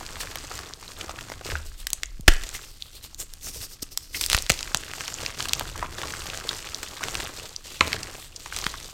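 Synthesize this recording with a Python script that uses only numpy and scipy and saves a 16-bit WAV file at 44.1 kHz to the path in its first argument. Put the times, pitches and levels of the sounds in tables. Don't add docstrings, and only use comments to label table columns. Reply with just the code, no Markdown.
import sys
import numpy as np
from scipy import signal
from scipy.fft import rfft, irfft, next_fast_len
from scipy.io import wavfile
from scipy.ndimage import uniform_filter1d

SR = 44100
rng = np.random.default_rng(int(sys.argv[2]) if len(sys.argv) > 2 else 0)


def wrap_up_sound(samples):
    columns = np.atleast_2d(samples).T
    tamed = np.clip(columns, -1, 1)
    steps = np.round(tamed * 32767).astype(np.int16)
    wavfile.write(sys.argv[1], SR, steps)


N = 393811


def amp(db):
    return 10 ** (np.asarray(db) / 20)


def unit(x):
    return x / np.sqrt(np.mean(x ** 2) + 1e-20)


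def read(points, hz):
    f, value = np.transpose(points)
    return np.interp(np.log(hz + 1), np.log(f + 1), value)


def add(mix, s, sound):
    part = mix[max(round(s * SR), 0):][:len(sound)]
    part += sound[:len(part)]


def shape(x, gain):
    size = next_fast_len(len(x))
    hz = np.fft.rfftfreq(size, 1 / SR)
    return irfft(rfft(x, size) * gain(hz), size)[:len(x)]


def below(hz, edge_hz, order=8):
    return 1 / (1 + (hz / edge_hz) ** order)


def drift(rate_hz):
    return unit(shape(rng.standard_normal(N), lambda hz: below(hz, rate_hz, order=4)))


def swells(rows):
    t = np.arange(N) / SR
    power = np.zeros(N)
    for middle_s, half_s, db in rows:
        distance = (t - middle_s) / half_s
        power += amp(db) ** 2 * np.exp(-2 * np.minimum(distance ** 2, 20))
    return np.sqrt(power)


def stroke(start_s, hold_s, attack_s, release_s):
    t = np.arange(N) / SR - start_s
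    rise = .5 * (1 + np.tanh(t / (2 * attack_s)))
    return rise * np.exp(-np.clip((t - hold_s) / release_s, 0, 20))


# hz, t60_s
ROOM_DECAY = [(100, 0.73), (500, 0.13), (2000, 0.4), (4000, 0.24), (16000, 0.16)]
# hz, gain_db
ROOM_COLOUR = [(60, 5), (600, -2), (1300, -7.5), (2700, -6), (5000, -8), (9000, -3.5), (16000, -13.5)]


def room(x, wet_db=-15.0, size=32768):
    hz, t, z = signal.stft(rng.standard_normal(size), SR, nperseg=256)
    fall_db = -60 * t / read(ROOM_DECAY, hz)[:, None]
    colour_db = read(ROOM_COLOUR, hz)[:, None]
    tail = signal.istft(z * amp(fall_db + colour_db), SR, nperseg=256)[1]
    tail *= 1 - np.exp(-np.arange(len(tail)) / SR / 0.001)
    return amp(wet_db) * signal.fftconvolve(x, tail / np.linalg.norm(tail))[:N]


# middle_s, half_s, level_db
SWEEPS = [(.2, .25, -45), (1.76, 0.39, -40.5), (2.294, 0.3, -35.5), (3.257, 0.08, -40.5), (3.58, 0.22, -50),
          (4.35, 0.13, -35), (4.62, .2, -41), (5.25, 0.22, -48), (5.7, 0.163, -37), (6.3, 0.36, -47),
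          (7.16, .07, -38), (8.68, 0.17, -42.5)]
# middle_s, half_s, level_db
POURS = [(.2, 0.28, -53), (1.27, 0.23, -47.5), (1.5, 0.045, -41), (3.6, 0.044, -48), (5.23, 0.028, -45),
         (5.68, 0.38, -45), (7.92, 0.12, -42)]
# hz, gain_db
RUMBLE = [(8.8, -14), (15, 4.5), (27, 4), (43, -1.5), (75, 1.5), (123, -5.5), (161, -11.5), (225, -15),
          (260, -14.5), (340, -15), (570, -120)]
DRAUGHT_DB = -51
TUB_DB, TUB_FOLLOW_DB = -58, -5.5
STIR_EDGE_HZ = 55


def stirring(crunch):
    draught = np.hypot(amp(DRAUGHT_DB), swells(SWEEPS))
    tub = np.sqrt(amp(TUB_DB) ** 2 + swells(POURS) ** 2 + (amp(TUB_FOLLOW_DB) * crunch) ** 2)
    noise = shape(rng.standard_normal(N), lambda hz: amp(read(RUMBLE, hz)))
    low = shape(noise, lambda hz: below(hz, STIR_EDGE_HZ))
    return draught * unit(low) + tub * unit(noise - low)


# start_s, start_level_db, first_hz, last_hz, decay_s
THUMPS = [(1.533, -25.5, 73.6, 74, 0.067), (2.196, -30, 248, 31, .012), (2.2809, -3.5, 79, 18, 0.04),
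          (2.2825, -6, 252, 370, 0.0044), (3.828, -23, 284, 300, 0.0025), (4.348, -14.5, 104, 16, 0.019),
          (4.501, -18.5, 260, 41, 0.015), (4.747, -26, 221, 80, 0.0074), (7.809, -11, 375, 190, 0.0015),
          (7.82, -28, 85, 78, 0.038), (8.6647, -21.5, 260, 74, 0.0033)]


def thumps(glide_s=0.0078, size=12000):
    out, t = np.zeros(N), np.arange(size) / SR
    for s, db, first_hz, last_hz, decay_s in THUMPS:
        hz = last_hz + (first_hz - last_hz) * np.exp(-t / glide_s)
        swing = np.sin(2 * np.pi * np.cumsum(hz) / SR)
        add(out, s, -amp(db) * swing * np.exp(-t / decay_s))
    return out


# pitch_multiple, level_db
RING_MODES = [(1, 1), (1.31, -1.5), (1.86, -6.5), (2.9, -13)]


def hollow_ring(hz, decay_s, jitter_depth=0.14, size=2048):
    t = np.arange(size) / SR
    ring = np.zeros(size)
    for k, db in RING_MODES:
        jitter = unit(uniform_filter1d(rng.standard_normal(size), size=30))
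        pitch_hz = hz * k * (1 + jitter_depth * jitter)
        ring += amp(db) * np.sin(2 * np.pi * np.cumsum(pitch_hz) / SR) * np.exp(-t * k / decay_s)
    return ring * (1 - np.exp(-t / 0.00034))


# start_s, level_db (before the mode levels and decay), pitch_hz, decay_s
HOLLOW_RINGS = [(1.554, -17.5, 1444, 0.0026), (2.283, 4, 2220, 0.0007), (2.548, -31, 2064, 0.008),
                (4.145, -23, 2120, 0.0072), (5.827, -16, 987, 0.0037), (5.829, -42, 1380, 0.0041),
                (6.033, -25.5, 1115, 0.0065), (7.8086, 0.5, 2820, 0.0012), (7.8095, -7.5, 996, 0.0039),
                (8.525, -18.5, 1560, 0.0014), (8.74, -26, 1126, 0.0035)]


def hollow_rings():
    out = np.zeros(N)
    for s, db, hz, decay_s in HOLLOW_RINGS:
        add(out, s, amp(db) * hollow_ring(hz, decay_s))
    return out


def resonate(x, hz, width_hz):
    turn = np.exp(2j * np.pi * np.cumsum(hz * np.ones(N)) / SR)
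    r = np.exp(-np.pi * width_hz / SR)
    once = signal.lfilter([1 - r], [1, -r], x / turn)
    twice = signal.lfilter([1 - r], [1, -r], once)
    return unit((turn * twice).real)


# time_s, resonance_hz
HOLLOW = [(1.62, 4660), (1.8, 3700), (2.6, 6200), (2.82, 3750), (3.06, 4050), (3.21, 7140), (3.62, 5300),
          (6.5, 4930), (7.73, 3140), (8.5, 3580)]


def rub(hollow_db=-1.5, palm_db=-13, wide_db=-1):
    catch_and_slip_db = 2.0 * drift(150) + 2.7 * drift(25)
    noise = rng.standard_normal(N) * amp(catch_and_slip_db)
    hollow_hz = np.interp(np.arange(N) / SR, *np.transpose(HOLLOW))
    fizz = unit(shape(noise, lambda hz: 1 - below(hz, 3800, order=2)))
    hollow = resonate(noise, hollow_hz, 2300)
    palm = resonate(noise, 420, 500)
    return amp(wide_db) * fizz + amp(hollow_db) * hollow + amp(palm_db) * palm


# hz, gain_db
BRIGHTNESS = [(100, -1), (7500, 2.5), (10000, -3), (16000, -6.5)]


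def click(centre_hz, octaves, size=1024):
    hz = np.fft.rfftfreq(size, 1 / SR)
    bell = (1 + (np.log2((hz + 1) / centre_hz) / octaves) ** 2) ** -1.5
    log_gain = np.log(bell * amp(read(BRIGHTNESS, hz)) + 1e-5)
    circle = np.concatenate([log_gain, log_gain[-2:0:-1]])
    pulse = np.fft.ifft(np.exp(np.conj(signal.hilbert(circle)))).real
    return pulse / np.linalg.norm(pulse)


def fracture(centre_hz, octaves, ring_s, rattle=3.4, size=1024):
    run = rng.standard_normal(size) * np.exp(-np.arange(size) / SR / ring_s)
    run *= rattle * np.sqrt(ring_s / 0.00048) / np.linalg.norm(run)
    run[0] = 1
    sound = signal.fftconvolve(run, click(centre_hz, octaves))[:size]
    return sound / np.linalg.norm(sound)


def shower(sounds, per_s, spread_db, clump_db):
    chance = amp(clump_db * drift(45))
    at = np.flatnonzero(rng.random(N) < per_s / SR * chance / chance.mean())
    strength, side, family = rng.random((len(at), 3)).T
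    height_db = spread_db * np.minimum(-np.log(1 - strength), 4.5)
    height = amp(height_db) * np.sign(side - .5)
    out = np.zeros(N)
    for k, sound in enumerate(sounds):
        mine = (family * len(sounds)).astype(int) == k
        train = np.zeros(N)
        train[at[mine]] = height[mine]
        out += signal.oaconvolve(train, sound)[:N]
    return unit(out)


def crumbs(pellet_db=-9, chip_db=-3, count=48):
    tiny = [fracture(hz, rng.uniform(0.73, 2.8), 0.00079 * np.sqrt(3000 / hz))
            for hz in np.linspace(500, 12000, count)]
    chips = [fracture(hz, rng.uniform(.35, 2), 0.0009 * np.sqrt(3000 / hz))
             for hz in np.geomspace(1000, 8000, count // 2)]
    pellets = [hollow_ring(hz, 2.0 / hz) for hz in np.geomspace(450, 2400, count // 2)]
    fine = shower(tiny, per_s=3000, spread_db=4.3, clump_db=3.0)
    fine += amp(pellet_db) * shower(pellets, per_s=600, spread_db=4.0, clump_db=3)
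    return fine, amp(chip_db) * shower(chips, per_s=36, spread_db=1.6, clump_db=1)


# hz, gain_db
CRUMBLE = [(71, -29), (120, 2.5), (217, -5), (402, -2.5), (535, -7), (643, -7), (698, -9), (1210, -3.5),
           (2110, -7.5), (3170, -8.5), (5300, -10), (6770, -11.5), (10600, -25), (13300, -20.5),
           (16000, -29.5)]
CRUNCH_TOP_HZ, HISS_BOTTOM_HZ = 2200, 8000


def crushing(crunch, grit, hiss, powder_db=-9, rub_db=5):
    rubbing = hiss ** 2 / (hiss ** 2 + crunch ** 2)
    powder = rng.standard_normal(N) * amp(2.0 * drift(120))
    fine, chips = crumbs()
    bed = fine + amp(powder_db) * powder + amp(rub_db) * rubbing ** 2 * rub()
    bed /= np.sqrt(uniform_filter1d(bed ** 2, size=4000) + 1e-9)
    bed = shape(bed + (1 - rubbing) * chips, lambda hz: amp(read(CRUMBLE, hz)))
    low = shape(bed, lambda hz: below(hz, CRUNCH_TOP_HZ))
    high = shape(bed, lambda hz: 1 - below(hz, HISS_BOTTOM_HZ, order=16))
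    middle = bed - low - high
    return crunch * unit(low) + grit * unit(middle) + hiss * unit(high)


# start_s, hold_s, crunch_level_db, grit_above_crunch_db
SQUEEZES = [(0.0, 0.028, -41, -1), (0.097, 0.35, -45, 0.5), (0.503, 0.055, -41, 0),
            (0.622, 0.068, -47.5, -3.5), (0.804, 0.11, -51, 4), (0.979, 0.026, -41.5, -0.5),
            (1.07, 0.25, -48.5, -1), (1.449, 0.046, -40.5, 2.5), (1.575, 0.059, -70, 13),
            (2.293, 0.024, -43, 5), (2.397, 0.2, -51, 5), (4.293, 0.029, -39, 8.5), (4.498, 0.02, -42, 7),
            (4.598, 0.33, -48.5, 3.5), (4.94, 0.18, -44.5, 4), (5.172, 0.089, -42, 3),
            (5.38, 0.047, -39.5, 4), (5.514, 0.16, -44.5, 1.5), (5.745, 0.091, -42.5, -4.5),
            (5.91, 0.21, -46.5, 0.5), (5.964, 0.42, -42.5, 1.5), (6.445, 0.12, -42.5, 3.5),
            (6.634, .33, -47.5, 3.5), (7.005, 0.24, -39.5, 0), (7.333, .11, -46.5, 4.5),
            (7.643, 0.12, -51, 8.5), (7.804, 0.13, -38, -1.5), (7.983, 0.17, -46, -0.5),
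            (8.37, 0.21, -53, 6), (8.53, 0.15, -44, 5.5), (8.758, 0.13, -51, 6.5)]
SQUEEZE_ATTACK_S, SQUEEZE_RELEASE_S = .009, 0.077
SQUEEZE_HISS_DB, HISS_PER_GRIT = -7.5, 0.93
# middle_s, half_s, grit_level_db
RUBS = [(.213, .025, -39), (1.67, .03, -51.5), (1.8, 0.025, -46.5), (2.55, 0.019, -39), (2.63, 0.14, -53),
        (2.85, 0.05, -54.5), (2.96, 0.036, -49), (3.047, 0.017, -42.5), (3.212, 0.022, -36),
        (3.47, 0.038, -36.5), (3.56, 0.041, -40.5), (3.63, 0.032, -38), (3.72, 0.03, -46),
        (3.828, 0.0058, -34), (3.928, 0.017, -48), (4.04, .09, -52.5), (4.16, 0.02, -32),
        (4.23, 0.037, -33), (8.21, 0.06, -47)]
RUB_CRUNCH_DB, RUB_HISS_DB = -8.5, -1
REST_CRUNCH_DB, REST_GRIT_DB, REST_HISS_DB = -60.5, -55, -60.5
STRAIN_START_S, STRAIN_HOLD_S, STRAIN_EASE_S, STRAIN_CHANGE_DB = 2.08, 0.22, 0.016, -4.5


def fingers():
    strain = stroke(STRAIN_START_S, STRAIN_HOLD_S, STRAIN_EASE_S, STRAIN_EASE_S)
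    sifting = amp(STRAIN_CHANGE_DB * strain)
    power = np.outer(amp([REST_CRUNCH_DB, REST_GRIT_DB, REST_HISS_DB]), sifting) ** 2
    power += np.outer(amp([RUB_CRUNCH_DB, 0, RUB_HISS_DB]), swells(RUBS)) ** 2
    for s, hold_s, db, grit_db in SQUEEZES:
        hiss_db = HISS_PER_GRIT * grit_db + SQUEEZE_HISS_DB
        bands = amp([db, db + grit_db, db + hiss_db])
        power += np.outer(bands, stroke(s, hold_s, SQUEEZE_ATTACK_S, SQUEEZE_RELEASE_S)) ** 2
    return np.sqrt(power)


# start_s, level_db (over 2 ms), centre_hz (before the brightness tilt), spread_octaves, ring_s
SNAPS = [(0.2048, -25, 1860, 2.8, 0.011), (0.3567, -24, 1960, 4.1, 0.0016),
         (0.59, -27.5, 1700, 2.3, 0.0024), (0.7366, -29, 4000, 0.5, 0.00018),
         (1.011, -26, 2800, 0.91, 0.0025), (1.0943, -25.5, 920, 1.75, 0.0024),
         (1.1876, -29.5, 1360, 0.54, 0.00084), (1.2098, -31, 2860, 2.1, .0025),
         (1.3, -30, 810, 2.9, 0.00073), (1.3184, -27, 730, 1.7, 0.0029), (1.4109, -32, 590, 1.35, 0.0037),
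         (1.465, -31, 1510, 3.2, .003), (1.501, -26.5, 1770, 1.3, 0.0017),
         (1.518, -25.5, 1050, 1.3, 0.0022), (1.869, -18.5, 6000, 3, 0.0015),
         (1.9036, -26, 10400, 3, 0.00045), (1.932, -14, 10400, 2.55, 0.00076),
         (2.0333, -18.5, 3000, 1.9, 0.00098), (2.058, -33, 6560, 0.27, .0004),
         (2.2092, -39, 8040, 1.2, 0.00048), (2.2796, -8, 1230, 3.9, .0015),
         (2.2807, -5.5, 1520, 1.8, .0013), (2.2823, -1.5, 1920, 0.95, 0.0018),
         (2.288, -15, 2070, 3.2, 0.0011), (2.3375, -26, 2830, 3.8, .001), (2.4355, -27, 3830, 2, 0.0043),
         (2.491, -29, 5106, 1.7, .0005), (2.823, -25, 3940, .4, 0.00033),
         (3.1458, -32.5, 5840, 1.5, 0.00058), (3.337, -32, 9200, 1.9, 0.00095),
         (3.9746, -16, 6880, 2.1, 0.0012), (4.2113, -15.5, 10900, 3.1, 0.0031),
         (4.239, -19, 3600, 1.2, 0.0008), (4.2627, -17.5, 11000, 2.7, .0005),
         (4.3001, -16, 4770, 3, 0.00028), (4.317, -17.5, 2830, 1.5, 0.00057),
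         (4.331, -11, 2040, 2, 0.00022), (4.3468, -10, 2220, 1.8, 0.0024), (4.3668, -20, 8400, 1.5, .0003),
         (4.3779, -20.5, 1220, 1.8, .0004), (4.387, -20, 4760, 0.61, 0.00071),
         (4.4234, -24.5, 9000, 1.6, 0.00019), (4.465, -27.5, 2670, 2.2, .0006),
         (4.496, -13.5, 4770, 2.5, 0.0021), (4.5005, -7.5, 1550, 4.1, 0.0019),
         (4.506, -15.5, 1430, 3.5, 0.00039), (4.519, -19, 5880, 0.92, 0.00053),
         (4.5903, -25.5, 3800, 1.1, 0.0016), (4.6077, -26, 2830, 2, 0.0015),
         (4.629, -22.5, 3200, .9, 0.00077), (4.7466, -11, 2030, 2.9, 0.00063),
         (4.7716, -21, 6650, 0.55, 0.00057), (4.936, -26, 1970, 1.7, 0.00047),
         (5.0077, -25, 1500, 3.1, 0.00082), (5.0797, -22.5, 2180, 2, .0015),
         (5.1412, -24.5, 6300, 0.23, 0.001), (5.2334, -28, 620, 1.9, 0.002),
         (5.2627, -19.5, 2485, 0.84, 0.0003), (5.405, -20, 2150, 0.89, 0.00096),
         (5.4264, -25, 4080, 1.3, .0002), (5.4554, -24, 1440, 2, 0.0013), (5.4854, -23, 4100, 3.2, 0.0035),
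         (5.494, -22.5, 3980, 0.67, .0003), (5.534, -11.5, 2600, 1.84, 0.00038),
         (5.5958, -21, 3310, 3.8, 0.00014), (5.6097, -21.5, 715, 1.7, 0.0022),
         (6.106, -31, 2690, 1.8, .0004), (6.268, -32, 1790, 1, 0.00047), (6.2995, -25.5, 2870, 1.2, 0.0019),
         (6.3747, -27, 2300, 4, 0.00056), (6.491, -16, 3860, 0.54, 0.0013),
         (6.7461, -21.5, 4800, 0.58, 0.00047), (6.83, -23, 1400, 3.1, 0.0045),
         (7.038, -20, 1960, 2.3, 0.00029), (7.0846, -23, 1200, 2, 0.00052), (7.153, -19.5, 1940, 2, .0012),
         (7.2007, -24, 1580, 2.1, 0.0046), (7.5629, -23.5, 5000, 0.56, 0.001),
         (7.8092, -23, 1230, 1.2, 0.0009), (7.879, -27.5, 2070, 3.3, .0007),
         (7.9298, -15.5, 2120, 1.14, 0.0014), (8.031, -25, 5000, 1, 0.0019),
         (8.0715, -34, 2340, 1.6, 0.00039), (8.361, -28, 5200, 0.8, 0.0041),
         (8.4597, -28, 1260, 2.1, 0.003), (8.5642, -22, 3870, 1.4, 0.00089),
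         (8.5882, -25, 4300, 3.2, 0.00027), (8.6659, -15.5, 2030, 1.1, 0.00067)]


def snaps():
    out = np.zeros(N)
    window = np.sqrt(.002 * SR)
    for s, db, hz, octaves, ring_s in SNAPS:
        add(out, s, amp(db) * window * fracture(hz, octaves, ring_s))
    return out


SNAP_ROOM_DB, RING_ROOM_DB = -2, 1.5


def scene():
    crunch, grit, hiss = fingers()
    cracks, rings = snaps(), hollow_rings()
    crumble = crushing(crunch, grit, hiss)
    echo = room(amp(SNAP_ROOM_DB) * cracks + amp(RING_ROOM_DB) * rings + crumble)
    mono = cracks + rings + crumble + echo + thumps() + stirring(crunch)
    return np.array([mono, mono])


def record(dry):
    clipped = np.clip(dry, -1, 1)
    lowpass = signal.firwin(255, 16200, window=("kaiser", 8), fs=SR)
    return signal.oaconvolve(clipped, lowpass[None], "same")


dry = scene()
out = record(dry)
wrap_up_sound(out)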